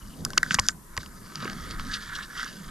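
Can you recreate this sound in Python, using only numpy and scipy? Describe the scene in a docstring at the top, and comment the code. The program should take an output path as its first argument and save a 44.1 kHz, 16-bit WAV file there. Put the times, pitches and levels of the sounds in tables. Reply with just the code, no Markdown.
"""A spinning reel close by on a small boat: a hand flips the wire bail shut, then cranks the handle.
Faint air (stereo noise) lasts throughout; an insect (pulses of narrow noise) chirps at the start.
Then contacts set the modes of the reel clicking, and soft thuds set those of the hull ringing.
Later the gears (dense random touches on resonances) whir and rub in uneven swells.
Handling, as low noise of changing level, thrums and rumbles from beginning to end."""
import sys
import numpy as np
from scipy import signal
from scipy.fft import rfft, irfft
from scipy.io import wavfile

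SR = 44100
rng = np.random.default_rng(int(sys.argv[2]) if len(sys.argv) > 2 else 0)


def master(y):
    """Save y as 16-bit WAV."""
    cut = np.clip(np.atleast_2d(y).T, -1, 1)
    pcm = np.round(cut * 32767)  # scale
    wavfile.write(sys.argv[1], SR, pcm.astype(np.int16))


def field_ratio(decibels):
    """Amplitude ratio for a level in dB (20 dB per decade); scalars and array-likes work."""
    return 10 ** (np.asarray(decibels, dtype=float) / 20)


N = 119070   # samples, 2.7 s

# Spectra of the air: (frequency [Hz], relative density [dB per Hz]), (frequency [Hz], left-right [dB]),
# (frequency [Hz], left-right correlation [0..1])
AIR_SPECTRUM = [(300, -5.5), (412, -17), (486, -7.5), (713, -66), (946, -1.5), (1340, -40), (1580, -20),
                (1840, -26.5), (3950, -29.5), (10700, -21), (14700, -20.5)]
AIR_BALANCE = [(300, 0), (3000, 0.5), (12000, 4.5)]
AIR_CORRELATION = [(300, 0.26), (3000, 0.16), (12000, 0.52)]
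AIR_RMS_DB = -52

# Insect pulses: (time [s], level [dB])
INSECT_PULSES = [(.024, -56), (.06, -60), (.104, -58.5), (0.136, -54)]
# pitch, standard deviation of the bell-shaped pulse, decay time by 60 dB
CHIRP_HZ, CHIRP_WIDTH_S, CHIRP_T60_S = 3000, 0.008, 0.015

# Handling of the boat and camera: (time [s], hull thrum level [dB], deep rumble level [dB])
HANDLING_LEVELS = [(0,-53.5,-41.5),(.16,-47.5,-49),(.22,-36,-43.5),(.44,-45.5,-46),(.5,-41,-50),(.6,-44,-36.5),(.68,-45.5,-48.5),(.8,-50,-52.5),(.9,-58,-51),(.99,-49,-46.5),(1.1,-50,-46),(1.33,-49,-52),
                   (1.46,-38,-48),(1.57,-41.5,-46.5),(1.65,-44,-38),(1.82,-42.5,-39),(1.9,-43.5,-41.5),(2.04,-49.5,-49),(2.25,-51,-45),(2.33,-50.5,-52.5),(2.42,-49,-50),(2.55,-47,-58),(2.7,-45,-42.5)]
# Spectra of both noises: (frequency [Hz], relative density [dB per Hz])
THRUM_SPECTRUM = [(53, -36), (90, -24), (108, -6.5), (177, 5.5), (396, -15), (450, -15.5), (484, -14.5),
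                  (800, -20)]
RUMBLE_SPECTRUM = [(8.8, -29), (15, 8.5), (110, -8)]
# Stereo of both noises: (frequency [Hz], left-right correlation [0..1]), (frequency [Hz], left-right [dB])
HULL_CORRELATION = [(30, 0.95), (150, 0.89), (500, 0.66)]
HULL_BALANCE = [(30, 0.11), (200, -1.7)]

# Thuds passed on to the hull: (time [s], relative level [dB], centre frequency [Hz])
HULL_THUDS = [(0.202, -25.5, 132), (.378, -24.5, 327), (0.512, -21, 170), (0.548, -19, 144.5),
              (0.587, -30.5, 470), (.597, -28, 113), (0.979, -26.5, 127), (.977, -34.5, 444),
              (1.425, -34, 460), (1.454, -25, 370), (1.64, -29.5, 245), (1.8, -28.5, 202)]
# Modes of the hull: (frequency [Hz], relative level [dB], decay time by 60 dB [s])
HULL_MODES = [(94.5, 7.5, 0.057), (170, -4.5, 0.07), (260, -3, 0.03), (370, 3.5, 0.023), (509, -1, 0.055),
              (606, 2.5, 0.081)]
THUD_OCTAVES, THUD_SMOOTHING_S = 0.32, 0.00032   # spread over the modes; time constant

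# Modes of the reel: (frequency [Hz], relative level [dB], decay time by 60 dB [s])
REEL_MODES = [(1060, 9, 0.027), (1269.7, 3, 0.021), (1526, 7, 0.021), (1700, 6, 0.012), (1930, 6.5, 0.019),
              (2194, 3, 0.017), (2828, 3.5, 0.0053), (3354, -5.5, 0.0076), (3860, -3.5, 0.0048),
              (4580, -0.5, 0.0056), (4900, 0.5, 0.0091), (5570, 1.5, 0.0073), (6300, 11.5, 0.0018),
              (7180, 3, 0.0043), (8870, 2, 0.0017), (10210, 1, 0.014), (12100, 16.5, 0.0011)]
# Contacts on the reel: (time [s], relative knock level [dB], knock centre [Hz],
# relative tick level [dB], tick centre [Hz])
REEL_CONTACTS = [(0.2499,-33,1450,-23,7040),(0.253,-28.5,1230,-34.5,5040),(0.262,-26,1360,-58,5820),
                 (.304,-27.5,1550,-37.5,6740),(0.333,-32.5,1180,-32.5,3900),(0.3751,-6.5,1395,-33,4200),(0.3781,-37,1360,-13,5070),(0.3797,-39,1500,-15,3460),(0.4301,-5.5,1680,-24.5,5540),(0.462,-25,1530,-50,4750),
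                 (0.508,-11,1470,-21.5,3200),(.519,-42.5,1500,-25,3660),(0.532,-27,1470,-48,4840),(0.5428,-11.5,1580,-23,6000),(0.5445,-22,1430,-18.5,6400),(0.549,-22,1700,-20,4200),
                 (0.587,-13.5,1000,-24.5,2850),(.591,-48,1900,-21.5,3000),(0.5931,-20,1140,-24.5,5000),(0.5966,-24,1060,-19,6150),(0.6654,-43,1810,-37.5,5500),
                 (0.686,-17,1494,-14.5,5400),(0.691,-18.5,1440,-33,2400),(0.967,-27,1210,-32,4200),(0.9756,-16.5,1850,-24.5,4650),(0.978,-25,1160,-29.5,3000),(1.031,-30.5,1480,-49,5460),(1.061,-42.5,1150,-38,3500),
                 (1.356,-62,1600,-30,3970),(1.426,-27,1310,-38,3600),(1.446,-27,1310,-38,4700),(1.454,-27,1230,-36,3000),(1.477,-23,1700,-38,3900),(1.498,-33,1740,-32,3640),
                 (1.531,-35,1690,-37.5,4250),(1.71,-37,1370,-31.5,3740),(1.796,-23,1300,-33.5,3750),(1.868,-40,1950,-40,4400),
                 (2.186,-24.5,1360,-40.5,4400),(2.395,-26,1340,-51,4270),(2.43,-19,1470,-33,4670),(2.445,-46,1570,-36.5,4830),(2.461,-23.5,1370,-64,3860)]
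KNOCK_OCTAVES, TICK_OCTAVES = 0.2, 0.44   # spread of a contact over the modes
KNOCK_GAIN_DB, TICK_GAIN_DB = -7.5, -2
BURST_S = 0.0012   # longest burst of touches in a tick

# Gear whir in the body: (time [s], level [dB], singing pitch [Hz])
WHIR_COURSE = [(0,-57,1400),(.17,-65,1290),(.3,-56.5,1460),(.45,-46.5,1530),(.55,-43.5,1530),(.7,-47.5,1530),(.76,-70,1330),(.95,-57,1530),(1.0,-54,1380),(1.15,-58.5,1320),(1.3,-52.5,1407),
               (1.46,-38.5,1300),(1.58,-47.5,1300),(1.75,-43.5,1300),(1.85,-45.5,1230),(1.92,-38.5,1830),(2.05,-45.5,1590),(2.2,-38,1710),(2.28,-52,1600),(2.4,-35.5,1950),(2.48,-47.5,1720),(2.55,-53.5,1480),(2.7,-49,1230)]
# Bright rub of line and bearings: (time [s], level [dB], centre frequency [Hz])
RUB_COURSE = [(0,-61.5,4840),(.43,-57,5370),(.47,-47.5,5000),(.55,-40.5,5400),(.57,-54.5,5670),(.64,-48,5000),(.71,-44,7300),(.74,-78.5,5950),(.96,-66,5000),(1.01,-53.5,5000),
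              (1.07,-55,5000),(1.1,-65.5,5000),(1.3,-56,4470),(1.45,-46,4080),(1.6,-51.5,4000),(1.72,-47.5,3950),(1.77,-54,4300),(1.9,-44,4500),(1.932,-40,4440),(1.94,-30.5,4250),(1.962,-39,4250),(1.975,-48,4230),
              (2.04,-47,4230),(2.12,-52.5,4180),(2.148,-45,4330),(2.156,-33,4480),(2.175,-48.5,4440),(2.218,-52,3720),(2.228,-40.5,3500),(2.27,-58,4860),(2.33,-53,4330),(2.38,-41,4230),(2.5,-47.5,4330),(2.54,-52.5,4460),(2.7,-54,4040)]
# Touches: mean rate, scale of the random sizes, spread over the resonances, ringing by 60 dB in cycles
TEETH_PER_S, TEETH_SIZE_DB, WHIR_OCTAVES, WHIR_CYCLES = 2000, 3.5, 0.34, 24.0
RUB_PER_S, RUB_SIZE_DB, RUB_OCTAVES, RUB_CYCLES = 4000, 3.5, 0.48, 21.0
# broad whir centre; singing of the body modes, in level relative to the broad whir
WHIR_HZ, SING_DB, SING_OCTAVES, SING_CYCLES = 1600, -3, 0.09, 50.0
WHIR_FLUTTER_DB, RUB_FLUTTER_DB, COLOUR_WANDER_DB = 1.3, 2.0, 3.0   # standard deviations
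# airy top: centre, level while the rub is at its mean dB, share of the rub's dB swing
SHEEN_HZ, SHEEN_DB, SHEEN_FOLLOWS = 7400, -59.5, 0.5

# Difference of the two ports for the reel: (frequency [Hz], left-right [dB], lead of the left [rad])
PORT_DIFFERENCE = [(1000, -3.5, -0.57), (1820, -4.5, -1.06), (3000, -3.5, -0.58), (5000, -2.5, -0.73),
                   (9900, -1, -0.86)]
# Further balance as the reel moves: (time [s], left-right [dB])
REEL_BALANCE = [(0, 5.5), (.7, 3), (1.3, 3.5), (1.6, 2), (2.7, 2)]
SCATTER_DB = -15   # energy of the scatter relative to the direct path
REEL_LOW_CUT_HZ, TOP_CUT_HZ = 664, 12570


def rms_one(x):
    """Normalisation: a signal divided by its root mean square has rms 1."""
    return x / np.sqrt(np.mean(x ** 2) + 1e-20)


def in_time(rows):
    """Linear interpolation: each column of a time table becomes one value per sample."""
    times, *columns = np.transpose(rows)
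    return [np.interp(np.arange(N) / SR, times, column) for column in columns]


def at_hz(points, hz):
    """Logarithmic frequency: a spectrum is interpolated along octaves."""
    table = np.array(points)
    return np.interp(np.log(hz), np.log(table[:, 0]), table[:, 1])


def drift(corner_hz):
    """Low-passed noise: two equal poles leave a slow random course of standard deviation 1."""
    step = 40   # computed once in 40 samples
    r = np.exp(-2 * np.pi * corner_hz * step / SR)
    noise = rng.standard_normal(N // step + 2002)
    slow = signal.lfilter([1], [1, -2 * r, r * r], noise)[2000:]
    slow = rms_one(slow - slow.mean())
    return np.interp(np.arange(N) / step, np.arange(len(slow)), slow)


def ring(clicks, hz, t60):
    """Damped resonance: a unit click starts a decaying sine of initial height 1."""
    r = field_ratio(-60 / (t60 * SR))
    w = 2 * np.pi * hz / SR
    return signal.lfilter([0, np.sin(w)], [1, -2 * r * np.cos(w), r * r], clicks + 1e-18)


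def near(hz, centre_hz, octaves):
    """Selective excitation: a mode's share falls as a bell curve in octaves from the push's centre."""
    return np.exp(-0.5 * (np.log2(hz / centre_hz) / octaves) ** 2)


def sides(lr_db):
    """Level difference: half is added on the left and half taken off on the right, as gains."""
    return field_ratio(np.array([lr_db / 2, -lr_db / 2]))


def banded_noise(spectrum, correlation, balance, edges, flicker_db):
    """Subband synthesis: flickering bands of partly correlated stereo noise add up, at rms 1."""
    out = 0
    white = rng.standard_normal((2, 2, N))   # neighbouring bands use different noise
    for k, (low, high) in enumerate(zip(edges, edges[1:])):
        band = signal.butter(2, [low, high], "band", fs=SR, output="sos")
        mid, side = signal.sosfilt(band, white[k % 2])
        hz = np.sqrt(low * high)
        c = np.clip(at_hz(correlation, hz), 0, 1)
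        stereo = np.sqrt(1 + c) * mid + np.sqrt(1 - c) * side * [[1], [-1]]
        gain = field_ratio(at_hz(spectrum, hz) + flicker_db * drift(8.2))
        out = out + gain * sides(at_hz(balance, hz))[:, None] * stereo
    return rms_one(out)


def air():
    """Broadband noise: faint air is a nearly steady, weakly correlated stereo hiss."""
    edges = np.geomspace(300, 16500, num=19)
    return field_ratio(AIR_RMS_DB) * banded_noise(AIR_SPECTRUM, AIR_CORRELATION, AIR_BALANCE, edges, flicker_db=0.4)


def insect():
    """Amplitude modulation: bell-shaped pulses gate noise narrowed by one resonance."""
    t = np.arange(N) / SR
    tone = rms_one(ring(rng.standard_normal(N), CHIRP_HZ, CHIRP_T60_S))
    pulses = sum(field_ratio(db) * np.exp(-0.5 * ((t - s) / CHIRP_WIDTH_S) ** 2) for s, db in INSECT_PULSES)
    return tone * pulses


def handling():
    """Structure-borne noise: movements thrum in the hull and rumble in the camera mount."""
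    thrum_db, rumble_db = in_time(HANDLING_LEVELS)
    thrum_edges, rumble_edges = np.geomspace(90, 800, num=11), np.geomspace(15, 110, num=6)
    thrum = banded_noise(THRUM_SPECTRUM, HULL_CORRELATION, HULL_BALANCE, thrum_edges, flicker_db=3.0)
    rumble = banded_noise(RUMBLE_SPECTRUM, HULL_CORRELATION, HULL_BALANCE, rumble_edges, flicker_db=2.0)
    return field_ratio(thrum_db) * thrum + field_ratio(rumble_db) * rumble


def thuds():
    """Modal excitation: pushes smoothed by a one-pole low-pass set the hull modes ringing."""
    s, db, centre_hz = np.transpose(HULL_THUDS)
    out = 0
    for k, (hz, mode_db, t60) in enumerate(HULL_MODES):
        clicks = np.zeros(N)
        clicks[(s * SR).astype(int)] = field_ratio(db + mode_db) * near(hz, centre_hz, THUD_OCTAVES)
        out = out + (-1) ** k * ring(clicks, hz, t60)   # modes alternate in sign
    r = np.exp(-1 / (THUD_SMOOTHING_S * SR))
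    return signal.lfilter([1 - r], [1, -r], out)


def contacts():
    """Modal impact: one knock drives modes near its centre, three quick touches tick others."""
    s, knock_db, knock_hz, tick_db, tick_hz = np.transpose(REEL_CONTACTS)
    out = 0
    chance = rng.random((len(s), 3 * len(REEL_MODES)))
    for k, (hz, db, t60) in enumerate(REEL_MODES):
        clicks = np.zeros(N)
        knock = field_ratio(knock_db + KNOCK_GAIN_DB + db) * near(hz, knock_hz, KNOCK_OCTAVES)
        tick = field_ratio(tick_db + TICK_GAIN_DB + db) * near(hz, tick_hz, TICK_OCTAVES)
        clicks[(s * SR).astype(int)] += knock
        for j in range(3):
            delay = BURST_S * j / 2 * chance[:, 3 * k + j]
            clicks[((s + delay) * SR).astype(int)] += tick
        out = out + (-1) ** k * ring(clicks, hz, t60)   # modes alternate in sign
    return out


def grains(per_s, size_db, centre_hz, octaves, pitches, cycles):
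    """Random impulse excitation: touches ring resonances near a centre, with the level evened out."""
    sizes = field_ratio(size_db * np.minimum(rng.exponential(1, N), 4))
    touches = sizes * (rng.random(N) < per_s / SR)
    out, power = 0, 1e-9
    for hz in pitches:
        share = near(hz, centre_hz, octaves) * field_ratio(COLOUR_WANDER_DB * drift(3.6))
        push = touches * share * rng.uniform(-0.98, 1, N)
        soft = ring(push, hz, cycles / hz / 2) * hz / SR   # a first resonance softens the onset
        out = out + ring(soft, hz, cycles / hz)
        power = power + share ** 2 / hz
    return rms_one(out / np.sqrt(power))


def gears():
    """Frictional excitation: gear teeth whir in the body; line and bearings rub brighter."""
    whir_db, sing_hz = in_time(WHIR_COURSE)
    rub_db, rub_hz = in_time(RUB_COURSE)
    flutter = drift(25.0)   # shared by whir and rub
    modes = np.array(REEL_MODES)[:, 0]
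    body, top = np.geomspace(1000, 2350, num=14), np.geomspace(6000, 13000, num=10)
    whir = grains(TEETH_PER_S, TEETH_SIZE_DB, WHIR_HZ, WHIR_OCTAVES, body, WHIR_CYCLES)
    sing = grains(TEETH_PER_S, TEETH_SIZE_DB, sing_hz, SING_OCTAVES, modes[:6], SING_CYCLES)
    whir = whir + field_ratio(SING_DB) * sing
    rub = grains(RUB_PER_S, RUB_SIZE_DB, rub_hz, RUB_OCTAVES, modes[5:15], RUB_CYCLES)
    sheen = grains(RUB_PER_S, RUB_SIZE_DB, SHEEN_HZ, RUB_OCTAVES, top, RUB_CYCLES)
    sheen_db = SHEEN_DB + SHEEN_FOLLOWS * (rub_db - rub_db.mean())
    out = field_ratio(sheen_db) * sheen
    out = out + field_ratio(whir_db + WHIR_FLUTTER_DB * flutter) * whir
    return out + field_ratio(rub_db + RUB_FLUTTER_DB * flutter) * rub


def ports(x):
    """Interchannel difference: level and phase differ by pitch, and each port has its own scatter."""
    low_cut = signal.butter(4, REEL_LOW_CUT_HZ, "high", fs=SR, output="sos")
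    spectrum = rfft(signal.sosfilt(low_cut, x))
    hz, lr_db, lead = np.transpose(PORT_DIFFERENCE)
    f = np.log(np.arange(N // 2 + 1) * SR / N + 1)
    turn = np.exp(0.5j * np.interp(f, np.log(hz), lead) * np.array([[1], [-1]]))
    direct = irfft(spectrum * sides(np.interp(f, np.log(hz), lr_db)) * turn, N)
    scatter = rng.standard_normal((2, 400)) * np.exp(-np.arange(400) / (0.002 * SR))   # decays over 2 ms
    scatter /= np.sqrt((scatter ** 2).sum(axis=1, keepdims=True))
    scattered = signal.fftconvolve(direct, scatter, axes=1)[:, :N]
    return sides(in_time(REEL_BALANCE)[0]) * (direct + field_ratio(SCATTER_DB) * scattered)


def scene():
    """Superposition: the pressures of air, insect, hull and reel add up."""
    return air() + insect() + handling() + thuds() + ports(contacts() + gears())


def low_pass(x):
    """Removes everything above the highest recorded frequency."""
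    return signal.sosfilt(signal.butter(12, 16480, fs=SR, output="sos"), x)


def record(dry):
    """Low-pass filtering: an eighth-order slope cuts the top of the mix steeply."""
    top_cut = signal.butter(8, TOP_CUT_HZ, fs=SR, output="sos")
    mix = signal.sosfilt(top_cut, dry)
    return low_pass(mix)


dry = scene()
out = record(dry)
master(out)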